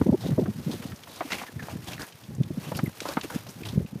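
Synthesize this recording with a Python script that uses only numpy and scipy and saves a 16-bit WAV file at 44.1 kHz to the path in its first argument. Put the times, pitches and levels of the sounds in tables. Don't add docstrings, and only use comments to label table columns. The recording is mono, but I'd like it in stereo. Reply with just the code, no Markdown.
import sys
import numpy as np
from scipy import signal
from scipy.fft import rfft, irfft
from scipy.io import wavfile
from scipy.ndimage import uniform_filter1d

SR = 44100
rng = np.random.default_rng(int(sys.argv[2]) if len(sys.argv) > 2 else 0)


def master_out(mix):
    frames = np.transpose(np.atleast_2d(mix))
    ceiling = np.clip(frames, -1, 1)
    pcm = np.round(ceiling * 32767).astype(np.int16)
    wavfile.write(sys.argv[1], SR, pcm)


def magnitude_from_level(level_db):
    exponent = np.asarray(level_db, float) / 20
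    return 10 ** exponent


N = 176400

# time_s, level_db
RUSTLE_SWELL = [(0, 3.5), (.6, 3.5), (1.5, 1), (2.1, 1), (2.4, -1), (2.7, 4), (3.7, 2.5), (4, -2.5)]
# frequency_hz, density_db (per Hz)
RUSTLE_SPECTRUM = [(200, -11.5), (500, -12), (1260, -16), (5800, -23), (7500, -26.5), (12900, -25.5),
                   (15800, -26.5)]
# frequency_hz, likeness (0 to 1)
PORT_LIKENESS = [(200, 0.25), (700, 0.084), (1400, 0.34), (3100, 0.55), (6800, 0.79), (15000, 0.62)]
# time_s, level_db
BREEZE_STRENGTH = [(0, -30), (.6, -34), (.93, -41), (1.0, -51.5), (1.502, -57), (1.568, -35.5), (2.0, -40),
                   (2.08, -60.5), (2.3, -43), (2.86, -32), (2.93, -49.5), (3.5, -43.5), (3.8, -34),
                   (4, -41)]
# frequency_hz, density_db (per Hz)
RUMBLE_SPECTRUM = [(24, -54), (40, -21.5), (107, 4), (185, -1), (324, -10.5), (713, -27), (1500, -41),
                   (1950, -33.5), (3300, -120)]
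# start_s, length_s, level_db, pitch_hz
FIRST_GUST_EDDIES = [(0.016, 0.0054, -15.5, 225), (0.068, 0.01, -21, 204), (0.09, 0.019, -29, 227),
                     (0.098, 0.013, -22, 207), (0.135, 0.023, -23.5, 234.5), (0.262, 0.016, -27, 177),
                     (0.292, 0.011, -31.5, 228), (0.388, 0.015, -22, 288), (0.422, 0.025, -26, 204),
                     (0.463, 0.0087, -38, 212), (0.486, 0.0171, -31, 190), (0.563, 0.022, -41.5, 134),
                     (0.593, 0.022, -38, 154), (0.675, 0.016, -29.5, 164), (0.703, 0.013, -32.5, 237)]
# start_s, length_s, level_db,
# pitch_hz
LATER_GUST_EDDIES = [(1.566, 0.014, -38.5, 119), (1.579, 0.0067, -41, 102), (1.737, 0.013, -35.5, 130),
                     (1.76, 0.015, -37.5, 166), (2.408, 0.015, -22.5, 137), (2.512, 0.012, -33, 178),
                     (2.583, 0.014, -31.5, 169), (2.681, 0.021, -39, 140), (2.725, 0.0086, -38.5, 167),
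                     (2.76, 0.011, -33.5, 147), (2.795, 0.033, -46.5, 215), (2.838, 0.0084, -26, 165),
                     (2.879, 0.0078, -33, 178), (3.174, 0.0099, -25.5, 228), (3.362, 0.0094, -29, 189),
                     (3.622, 0.0055, -34.5, 164), (3.735, 0.0089, -33.5, 149), (3.78, 0.0077, -22, 144),
                     (3.804, 0.016, -29, 165), (3.851, 0.013, -37, 153), (3.933, 0.0084, -37, 198),
                     (3.96, 0.0086, -33, 171)]
# start_s, length_s, level_db, pitch_hz
SMALL_EDDIES = [(0.804, 0.011, -40, 199), (0.856, 0.0074, -37, 216), (1.258, 0.01, -40.5, 278),
                (1.366, 0.0059, -47, 280), (1.496, 0.0075, -46.5, 287), (1.998, 0.0054, -43.5, 164),
                (2.311, 0.0087, -49, 147), (2.387, 0.0071, -33.5, 138), (3.02, 0.0076, -45.5, 303),
                (3.251, 0.0099, -41, 305), (3.493, .007, -44, 195), (3.609, 0.0058, -42, 200),
                (3.761, .008, -35, 147)]
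# start_s, peak_db, pitch_hz
PEBBLE_TICKS = [(0.0138, -24.5, 1140), (.064, -40, 2050), (0.207, -38, 4980), (.236, -31.5, 690),
                (0.397, -43, 3600), (.713, -31, 3640), (0.824, -32.5, 1720), (0.919, -34, 1680),
                (0.96, -40, 5750), (1.0346, -33.5, 3020), (1.0726, -35.5, 850), (1.159, -34, 5130),
                (1.257, -36, 3300), (1.286, -38, 2330), (1.3038, -29, 1840), (1.33, -20.5, 2100),
                (1.384, -27.5, 2270), (1.397, -30, 2100), (1.415, -26, 840), (1.434, -28, 970),
                (1.466, -34.5, 2100), (1.625, -33.5, 1550), (1.684, -24, 776), (1.719, -40, 5030),
                (1.843, -38, 6900), (1.868, -39, 1820), (1.893, -44, 8100), (1.979, -31.5, 1800),
                (2.017, -28, 4900), (2.066, -36, 9000), (2.123, -37, 2900), (2.237, -40.5, 3450),
                (2.349, -38.5, 6700), (2.433, -35, 3400), (1.932, -26, 2820), (2.608, -42.5, 4400),
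                (2.717, -21.5, 537), (2.7494, -30.5, 2760), (2.768, -25.5, 11700), (2.838, -34, 13100),
                (2.858, -34.5, 12500), (2.982, -40, 12000), (3.027, -34, 4000), (3.089, -23.5, 550),
                (3.135, -32, 4000), (3.087, -25.5, 4670), (3.246, -40, 2500), (3.302, -29, 920),
                (3.346, -36, 4960), (3.357, -38, 4950), (3.465, -35, 606), (3.468, -37, 3800),
                (3.487, -41, 5300), (3.506, -37, 8700), (3.633, -30.5, 2460), (3.652, -29, 3360),
                (3.6865, -29.5, 3450), (3.722, -37, 3860), (3.862, -41.5, 2690)]
# start_s, peak_db, pitch_hz
SQUEAK_EVENTS = [
    (1.592, -27.5, 1844),
    (1.479, -34, 1850),
    (2.859, -31, 2150),
]
# start_s, peak_db, pitch_hz
STONE_KNOCKS = [
    (0.457, -32.5, 836),
    (1.206, -18.5, 760),
    (1.319, -16.5, 2670),
    (2.77, -29, 4500),
    (2.789, -21, 1090),
    (1.343, -26.5, 2510),
    (3.003, -21, 3750),
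    (3.053, -21, 870),
    (3.169, -15, 940),
    (3.211, -24.5, 3200),
]
# frequency_hz, density_db (per Hz)
GRIT_SPECTRUM = [(110, 4), (250, 7), (900, -1.5), (2200, -14.5), (6300, -14), (7500, -15), (14200, -17),
                 (15800, -21)]
# start_s, length_s, level_db, brightest_hz
BOOT_STROKES = [(0.2, 0.2, -46.5, 3640), (0.621, 0.017, -47.5, 4200), (0.705, 0.074, -40.5, 3660),
                (0.811, 0.069, -46.5, 2850), (0.856, 0.037, -46, 3700), (1.087, 0.23, -48.5, 3830),
                (1.216, 0.17, -50, 2360), (1.299, 0.14, -36, 2550), (1.38, 0.052, -41.5, 2380),
                (1.41, 0.043, -40, 1950), (1.618, 0.045, -46.5, 1680), (1.649, 0.05, -47, 1780),
                (1.69, 0.078, -44, 2660), (1.864, 0.055, -40, 3200), (1.906, 0.086, -42.5, 2500),
                (1.988, 0.11, -39.5, 1740)]
# start_s, length_s, level_db, brightest_hz
STONE_STROKES = [(2.603, 0.21, -46.5, 2720), (2.745, 0.085, -41.5, 4600), (3.014, 0.013, -35.5, 3250),
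                 (3.048, 0.13, -42.5, 1350), (3.075, 0.018, -39, 2670), (3.108, 0.039, -38.5, 1730),
                 (3.229, 0.03, -38, 2620), (3.296, 0.13, -42.5, 1560), (3.34, 0.032, -42, 2500),
                 (3.484, 0.017, -42, 5650), (3.647, 0.048, -41.5, 3480), (3.681, 0.031, -45.5, 3700)]


def rms_one(x):
    return x / np.sqrt(np.mean(x ** 2) + 1e-20)


def at_hz(points, hz):
    table_hz, value = np.array(points).T
    return np.interp(np.log(hz), np.log(table_hz), value)


def drift(rate_hz):
    pole = np.exp(-40 * np.pi * rate_hz / SR)
    noise = rng.standard_normal(N // 20 + 2002)
    slow = signal.lfilter([1], [1, -2 * pole, pole ** 2], noise)[2000:]
    return np.interp(np.arange(N) / 20, np.arange(len(slow)), rms_one(slow - slow.mean()))


def add(out, start_s, x):
    i = int(start_s * SR)
    x, i = x[..., max(-i, 0):], max(i, 0)
    out[..., i:i + x.shape[-1]] += x[..., :out.shape[-1] - i]


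def pan(db):
    return magnitude_from_level([[db / 2], [-db / 2]])


def coloured(source, spectrum, flicker_db, rate_hz):
    hz = np.maximum(np.fft.rfftfreq(N, 1 / SR), 10)
    alike = np.clip(at_hz(PORT_LIKENESS, hz), 0, 1)
    mid, side = rfft(source) * magnitude_from_level(at_hz(spectrum, hz)) * [np.sqrt(1 + alike), np.sqrt(1 - alike)]
    out, together = 0, drift(rate_hz)
    for centre_hz in 40 * 2. ** np.arange(10):
        share = np.cos(np.clip(np.log2(hz / centre_hz), -1, 1) * np.pi / 2) ** 2
        gain = magnitude_from_level(flicker_db * (0.85 * together + 0.48 * drift(rate_hz * 2)))
        out = out + gain * irfft([(mid + side) * share, (mid - side) * share], N)
    return rms_one(out)


def rustling_air(ground):
    trickle_s, trickle_db, air_db = 0.096, -10, -52
    power = np.mean(ground ** 2, 0)
    for _ in range(2):
        power = uniform_filter1d(power, int(trickle_s * SR))
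    busy = np.sqrt(np.abs(power))
    swell_db = np.interp(np.arange(N) / SR, *np.transpose(RUSTLE_SWELL))
    spectrum = [(60, -47)] + RUSTLE_SPECTRUM
    air = coloured(rng.standard_normal((2, N)), spectrum, flicker_db=2.5, rate_hz=70)
    return air * (magnitude_from_level(air_db + swell_db) + magnitude_from_level(trickle_db) * busy) + magnitude_from_level(-62.5) * pebbles()


def rumble():
    time_s, level_db = np.transpose(BREEZE_STRENGTH)
    spectrum = [(35, -62)] + RUMBLE_SPECTRUM[1:] + [(4000, -81)]
    source = rng.standard_normal((2, N)) * [[1], [.5]]
    noise = coloured(source, spectrum, flicker_db=6, rate_hz=14)
    return noise * magnitude_from_level(np.interp(np.arange(N) / SR, time_s, level_db))


def eddies():
    stretch, glide, lift_db = 0.5775, 0.338, 9
    froth_db, across_db, froth_db_per_octave = -1.5, 0, -11
    first_gust_s, first_gust_across_db = .75, 5
    out = np.zeros((2, N))
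    rows = FIRST_GUST_EDDIES + LATER_GUST_EDDIES + SMALL_EDDIES
    chances = rng.uniform(-0.921, 1, (len(rows), 8, 6))
    for (start_s, length_s, level_db, pitch_hz), chance in zip(rows, chances):
        half = length_s * stretch
        t = np.arange(-3 * half, 3 * half, 1 / SR)
        glided = t + glide * chance[0, 4] * t ** 2 / half
        core = np.exp(-(t / half) ** 2) * np.cos(2 * np.pi * pitch_hz * glided + np.pi * chance[1, 4])
        octaves = np.linspace(.3, 1.9, 8)[:, None] + 0.25 * chance[:, :1]
        at = t - half * 1.019 * chance[:, 1:2]
        swirl = magnitude_from_level(froth_db_per_octave * octaves) * np.exp(-(at / half * (1.16 + 1.14 * octaves)) ** 2)
        phase = 2 * np.pi * pitch_hz * 2 ** octaves * at + np.pi * chance[:, 2:3]
        mid = core + magnitude_from_level(froth_db) * np.sum(swirl * np.cos(phase), 0)
        opposed = np.sum(octaves * swirl * np.sin(phase + 1.1 * chance[:, 3:4]), 0)
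        late_core = 0.5 * chance[2, 4] * np.roll(core, 40)
        side_db = across_db + first_gust_across_db * (start_s < first_gust_s)
        side = magnitude_from_level(side_db) * (opposed + late_core)
        add(out, start_s + t[0], magnitude_from_level(level_db + lift_db) * pan(3.87) * [mid + side, mid - side])
    return out


def pebbles():
    clicks_per_s, cycles = 1500, 50
    born = rng.random(N) < clicks_per_s * magnitude_from_level(6 * drift(40)) / SR
    clicks = born * magnitude_from_level(1.4 * np.minimum(rng.exponential(1, N), 4))
    dealt, out = rng.integers(0, 24, N), 0
    for k, hz in enumerate(np.geomspace(450, 7000, 24)):
        r, w = magnitude_from_level(-60 * hz / (cycles * SR)), 2 * np.pi * hz / SR
        struck = clicks * (dealt == k) + 1e-18
        ringing = signal.lfilter([0, np.sin(w)], [1, -2 * r * np.cos(w), r * r], struck)
        out = out + magnitude_from_level(at_hz(GRIT_SPECTRUM, hz)) * hz * ringing
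    return rms_one(out)


def ticks():
    attack_s, t60_s, damping = 0.001972, 0.044, 0.17
    snap_octaves, ring_db, side_db = 0.76, 2.5, -13
    out, t = np.zeros((2, N)), np.arange(int(.06 * SR)) / SR
    noises = rng.normal(0, 1, (len(PEBBLE_TICKS), 2, len(t)))
    for (start_s, peak_db, pitch_hz), noise in zip(PEBBLE_TICKS, noises):
        dying = magnitude_from_level(-60 * t / t60_s * (pitch_hz / 1000) ** damping)
        dying = dying * np.minimum(t / attack_s, 1) ** 2
        edges_hz = np.minimum(pitch_hz * 2 ** (snap_octaves * np.array([-1, 1])), SR / 2.5)
        snap = rms_one(signal.lfilter(*signal.butter(2, edges_hz, "band", fs=SR), noise))
        ring = rms_one(signal.lfilter(*signal.iirpeak(pitch_hz, 9, fs=SR), noise))
        mid, side = dying * (snap + magnitude_from_level(ring_db) * ring) * magnitude_from_level([[0], [side_db]])
        tick = np.array([mid + side, mid - side])
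        add(out, start_s - attack_s / 2, magnitude_from_level(peak_db) / np.abs(mid).max() * tick)
    return out


def squeaks():
    rise_s, sag_per_s = 0.0098, 2.96
    out, t = np.zeros(N), np.arange(int(.08 * SR)) / SR
    for start_s, peak_db, pitch_hz in SQUEAK_EVENTS:
        rough = 1 + 0.5 * rms_one(uniform_filter1d(rng.standard_normal(len(t)), 40))
        shape = t / rise_s * np.exp(1 - 2 * t / rise_s)
        tone = np.sin(2 * np.pi * pitch_hz * t * (1 - sag_per_s * t))
        add(out, start_s, magnitude_from_level(peak_db) * rough * shape * tone)
    return out


def knocks():
    t60_s, damping, width = 0.056, .6, 1.3
    out, t = np.zeros(N), np.arange(int(.08 * SR)) / SR
    noises = rng.normal(0, 1, (len(STONE_KNOCKS), len(t)))
    for (start_s, peak_db, pitch_hz), noise in zip(STONE_KNOCKS, noises):
        dying = magnitude_from_level(-60 * t / t60_s * (pitch_hz / 1000) ** damping) * np.minimum(t / 0.002, 1)
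        dull = signal.lfilter(*signal.butter(2, 1.73 * pitch_hz, fs=SR), noise)
        body = dying * signal.lfilter(*signal.iirpeak(pitch_hz, 1 / width, fs=SR), dull)
        add(out, start_s, magnitude_from_level(peak_db) * body / np.abs(body).max())
    return out


def crunching_grit():
    grains_per_s, grain_spread_db, grain_share = 1800, -1, 0.64
    sizes = magnitude_from_level(grain_spread_db * np.minimum(rng.exponential(1, N), 5))
    clicks = sizes * (rng.random(N) < grains_per_s / SR)
    grains = rms_one(clicks) * rng.standard_normal((2, N))
    source = grain_share * grains + (1 - grain_share) * rng.standard_normal((2, N))
    grit = coloured(source * [[1], [.6]], GRIT_SPECTRUM, flicker_db=0.7, rate_hz=13)
    return grit + magnitude_from_level(-5) * pebbles()


def scrapes():
    attack_s, release_s, peak_db, peak_width = 0.012, 0.031, -4, .25
    grit, out = crunching_grit(), np.zeros((2, N))
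    for start_s, length_s, level_db, brightest_hz in BOOT_STROKES + STONE_STROKES:
        t = np.arange(int((length_s + 6 * release_s) * SR)) / SR
        release = np.exp(-np.maximum(t - 0.42 * length_s, 0) / release_s * 2)
        shape = np.minimum(t / attack_s, 1) * release
        piece = grit[:, int(start_s * SR):][:, :len(t)]
        b, a = signal.iirpeak(brightest_hz, 1 / peak_width, fs=SR)
        piece = piece + magnitude_from_level(peak_db) * rms_one(signal.lfilter(b, a, piece))
        add(out, start_s, piece * shape[:piece.shape[1]] * magnitude_from_level(level_db))
    return out


def scene():
    ground = scrapes()
    around = rustling_air(ground) + squeaks() + knocks() + ground
    return rumble() + eddies() + ticks() + around * pan(1.2)


def band_limit(x):
    return signal.sosfilt(signal.butter(12, 15950, fs=SR, output="sos"), x)


def record(dry):
    x = signal.sosfilt(signal.butter(3, 60, "high", fs=SR, output="sos"), dry)
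    x = signal.lfilter(*signal.iirnotch(7500, 70, fs=SR), x)
    rounded = 0.93 * np.tanh(x / 1.022)
    x = signal.sosfilt(signal.cheby2(12, 70, 16300, fs=SR, output="sos"), rounded)
    return band_limit(x)


dry = scene()
out = record(dry)
master_out(out)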